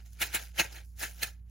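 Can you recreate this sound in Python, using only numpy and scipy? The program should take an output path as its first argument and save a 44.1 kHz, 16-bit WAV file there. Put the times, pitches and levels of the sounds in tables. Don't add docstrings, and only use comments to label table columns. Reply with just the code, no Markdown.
import sys
import numpy as np
from scipy import signal
from scipy.fft import rfft, irfft
from scipy.io import wavfile
from scipy.ndimage import uniform_filter1d

SR = 44100
rng = np.random.default_rng(int(sys.argv[2]) if len(sys.argv) > 2 else 0)


def wav_record(signal):
    frames = np.transpose(np.atleast_2d(signal))
    bounded = np.clip(frames, -1, 1)
    quanta = np.round(bounded * 32767).astype(np.int16)
    wavfile.write(sys.argv[1], SR, quanta)


N = 66150

# f/Hz, level/dB
SHELL_MODES = [(1400, 1.5), (1600, 3), (1725, 9), (1905, 7), (2120, -3), (2250, 4.5), (2320, -1),
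               (2525, 6.5), (2640, 8), (2900, 8.5), (3157, 8.5), (4060, -11), (4210, -2), (4300, -4),
               (4630, -11.5), (6470, -8), (6640, -0.5)]
# f/Hz, level/dB
FOAM_MODES = [(172, -2.5), (338, -1), (560, 0), (630, 1.5), (710, 0.5), (810, -0.5), (900, -2)]


def amp(db):
    return 10 ** (np.asarray(db) / 20)


def evened(x):
    return x / np.sqrt(np.mean(x ** 2) + 1e-20)


def read(points, hz):
    f, value = np.transpose(points)
    return np.interp(np.log(hz + 1), np.log(f + 1), value)


def tinted(x, points):
    gain = amp(read(points, np.fft.rfftfreq(N, 1 / SR)))
    return irfft(rfft(x) * evened(gain), N)


def ringing(x, modes):
    width_hz = 75
    t = np.arange(2000) / SR
    sines = sum(amp(db) * np.sin(2 * np.pi * hz * t) for hz, db in modes)
    impulse_response = np.exp(-np.pi * width_hz * t) * sines
    impulse_response /= np.linalg.norm(impulse_response)
    return signal.oaconvolve(x, impulse_response[None], axes=1)[:, :N]


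def sounding(modes):
    hz, db = np.transpose(modes)
    turns = np.outer(hz, np.arange(N) / SR) + rng.random((len(hz), 1))
    return evened(amp(db) @ np.sin(2 * np.pi * turns))


def slips(per_s, spread_db):
    u = rng.random((N, 2, 3))
    size = amp(spread_db * np.minimum(-np.log(u[..., 0] + 1e-9), 5))
    sign = np.sign(u[..., 1] - .5)
    occurs = u[..., 2] < per_s / SR
    return evened((size * sign * occurs).T)


def wander(top_hz):
    t = np.arange(N) / SR
    rates = np.geomspace(1, top_hz, 12)
    return evened(sum(np.sin(2 * np.pi * (f * t + rng.random())) / np.sqrt(f) for f in rates))


def air():
    # f/Hz, density/dB per Hz (relative)
    air_spectrum = [(20, -21), (45, -10), (70, 0.5), (95, 6.5), (140, -12), (260, -21.5), (600, -30),
                    (1200, -39), (5000, -55.5), (10000, -38), (16000, -46)]
    level_db = -61.5
    return amp(level_db) * tinted(rng.standard_normal((2, N)), air_spectrum)


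def hum():
    harmonic_db = [-48, -68.5, -69, -80.5]
    hum_hz, lean_db = 58.7, -3.4
    waver_db, waver_turns = 0.36, 0.0095
    t = np.arange(N) / SR
    tone = 0
    for number, db in enumerate(harmonic_db, 1):
        level = np.sqrt(2) * amp(db + waver_db * number * wander(24))
        turns = number * (hum_hz * t + waver_turns * wander(20)) + rng.random()
        tone = tone + level * np.sin(2 * np.pi * turns)
    return tone * amp(.5 * lean_db * np.array([[1], [-1]]))


def rustle():
    # t/s, grain level/dB, gain of the treble/dB
    handling = [(0, -58, -5), (0.042, -72.5, 8.5), (0.065, -60.5, 4.5), (0.101, -73.5, 11),
                (0.134, -69, 14), (.17, -62, 0.5), (.255, -43.5, 5), (0.308, -51.5, 0), (0.383, -43, 0),
                (0.454, -54.5, 6.5), (0.531, -68.5, 3.5), (0.563, -48.5, -0.5), (0.648, -45, 5.5),
                (0.698, -52.5, -4), (0.746, -48, 3.5), (.79, -49.5, -0.5), (.83, -59, 0),
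                (0.865, -78.5, 22.5), (0.954, -84.5, 18.5), (1.002, -45, 7), (1.09, -50, 4.5),
                (1.138, -65, 11), (1.181, -57, 6), (1.209, -46.5, -0.5), (1.268, -45.5, 6.5),
                (1.34, -70.5, 6.5), (1.441, -87, -3.5), (1.5, -71.5, 5.5)]
    # f/Hz, density/dB per Hz (relative)
    grain_spectrum = [(120, -46), (300, -7), (700, 5), (1050, -5), (2500, 0), (4000, -3.5), (7000, -4),
                      (11000, -9), (16000, -12.5)]
    grains_per_s, grain_spread_db, clump_db = 3500, 3., 1.5
    ring_db, treble_hz = -13.5, 6050
    s, db, treble_db = np.transpose(handling)
    t = np.arange(N) / SR
    drive = slips(grains_per_s, grain_spread_db) * amp(np.interp(t, s, db) + clump_db * wander(72))
    resonance = ringing(drive, SHELL_MODES + FOAM_MODES)
    whole = tinted(drive, grain_spectrum) + amp(ring_db) * resonance
    low = signal.sosfiltfilt(signal.butter(2, treble_hz, fs=SR, output="sos"), whole)
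    treble = whole - low
    return low + amp(np.interp(t, s, treble_db)) * treble


def knock(train, s, db, rise, fall, focus_hz, high_db, thump_db, treble_db, top_db, clear_db, scrape_db):
    # t/s, change/dB (positive louder, negative softer)
    changes = [(0.212, -0.5), (0.2232, 1), (0.345, -2), (0.355, -1.5), (0.3613, -1.5), (1.046, -1.5),
               (1.2331, 3.5)]
    # f/Hz, density/dB per Hz (relative)
    scrape_spectrum = [(1300, -23.5), (2000, 7.5), (3500, 3.5), (7000, -2.5), (9000, -14.5)]
    # f/Hz, density/dB per Hz (relative)
    contact_spectrum = [(6000, -22), (8000, 1), (13000, -7.5), (16000, -6)]
    crest_s, change_s, thump_lag_s = 0.0098, 0.0018, 0.0017
    clear_sharpness, thump_sharpness = 2.72, 1.27
    focus_octaves, high_hz, top_hz = 0.71, 3500, 5000
    deepen, loud_db = 0.97, -27

    t = np.arange(N) / SR - s
    below_db = np.where(t < 0, rise, fall) * (np.hypot(t, crest_s) - crest_s)

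    foam = [(hz, g + deepen * (db - loud_db) * (k == 0)) for k, (hz, g) in enumerate(FOAM_MODES)]
    late_below_db = np.interp(t - thump_lag_s, t, below_db)
    thump = amp(db + thump_db - thump_sharpness * late_below_db) * sounding(foam)

    for at, change_db in changes:
        below_db = below_db - change_db * np.exp(-((t + s - at) / change_s) ** 2)
    drive = train * amp(db - below_db)

    def mode_gain_db(hz):
        if hz > top_hz:
            return top_db
        if hz > high_hz:
            return high_db
        return -6 * (np.log2(hz / focus_hz) / focus_octaves) ** 2

    shells = [(hz, g + mode_gain_db(hz)) for hz, g in SHELL_MODES]
    clear_ring = amp(db + clear_db - clear_sharpness * below_db) * sounding(shells)
    scrape = amp(scrape_db) * tinted(drive, scrape_spectrum)
    contact_hiss = amp(treble_db) * tinted(drive, contact_spectrum)
    return ringing(drive, shells) + clear_ring + thump + scrape + contact_hiss


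def room(x):
    # f/Hz, T60/s
    decay_times = [(250, .24), (2500, .2), (12000, .1)]
    hz, t, z = signal.stft(rng.standard_normal((2, SR // 2)), SR, nperseg=256)
    decay = amp(-60 * t / read(decay_times, hz)[:, None])
    tail = signal.istft(z * decay, SR, nperseg=256)[1]
    tail[:, :300] = 0
    return signal.fftconvolve(x, tail / np.linalg.norm(tail[0]), axes=1)[:, :N]


def patchy(x):
    patch_db = 2.5
    z = signal.stft(x, nperseg=256)[2]
    field = rng.standard_normal(z.shape[1:])
    for axis in (0, 1):
        field = uniform_filter1d(field, size=4, axis=axis)
    return signal.istft(z * amp(patch_db * evened(field)), nperseg=256)[1][:, :N]


def over_table(x):
    # f/Hz, gain/dB
    table_gain = [(60, -26), (140, -6.5), (300, -6.5), (950, -6), (1150, -12), (1400, -2)]
    return irfft(rfft(x) * amp(read(table_gain, np.fft.rfftfreq(N, 1 / SR))), N)


def ports(pair):
    # f/Hz, phase/rad
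    left_lead = [(200, 0), (400, -.4), (600, -3.1), (850, -5.9), (2500, -6.7), (6800, -6.3), (7800, -3.3),
                 (9500, -3.1), (10200, -.1), (12900, 0), (13500, 3.1), (15400, 6.2)]
    # f/Hz, level difference/dB
    left_lean = [(180, -3), (550, -5), (1650, 0.5), (4970, -1), (15000, 0)]
    # f/Hz, coherence/1
    likeness = [(60, .995), (300, .8), (700, .72), (1500, .8), (3000, .68), (7000, .68), (8200, .96),
                (13500, .97), (16000, .95)]
    hz = np.fft.rfftfreq(N, 1 / SR)
    a, b = rfft(pair)
    same = read(likeness, hz)
    half = np.exp(.5j * read(left_lead, hz)) * amp(.5 * read(left_lean, hz))
    left = a * half
    right = (same * a + np.sqrt(1 - same ** 2) * b) / half
    return irfft(np.array([left, right]), N)


def scene():
    # peak t/s, level/dB, rise/dB per s, fall/dB per s, best-rung f/Hz, upper modes/dB,
    # thump/dB, treble/dB, top modes/dB, clear ring/dB, scrape/dB (part levels relative to the knock)
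    knock_table = [(0.224, -30, 1258, 998, 2000, 2, -7, 1.5, -2.5, -7.5, 1),
                   (0.352, -29.5, 1253, 950, 1800, 1.5, -9.5, 1.5, -32.5, -6.5, 1),
                   (0.599, -24, 1293.5, 885, 2567, 0.5, -4.5, -4, 5, -2, 0),
                   (0.768, -48.5, 699, 509, 1810, 4.5, -5, -3.5, 0.5, -18, -5),
                   (1.035, -36.5, 607, 620, 1450, -2.5, -6.5, 1, 3, -9, 0.5),
                   (1.233, -33.5, 1583, 1203, 1730, 10, -7, 3, 4, 0, 0.5)]
    room_db = -15
    train = slips(per_s=4300, spread_db=2)
    knocks = sum(knock(train, *row) for row in knock_table)
    handling = patchy(knocks + amp(room_db) * room(knocks) + rustle())
    return ports(over_table(handling) + air()) + hum()


def record(dry):
    edge_hz = 15900
    taps = signal.firwin(511, edge_hz, window=("kaiser", 9), fs=SR)
    return signal.oaconvolve(dry, taps[None], "same")


dry = scene()
out = record(dry)
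wav_record(out)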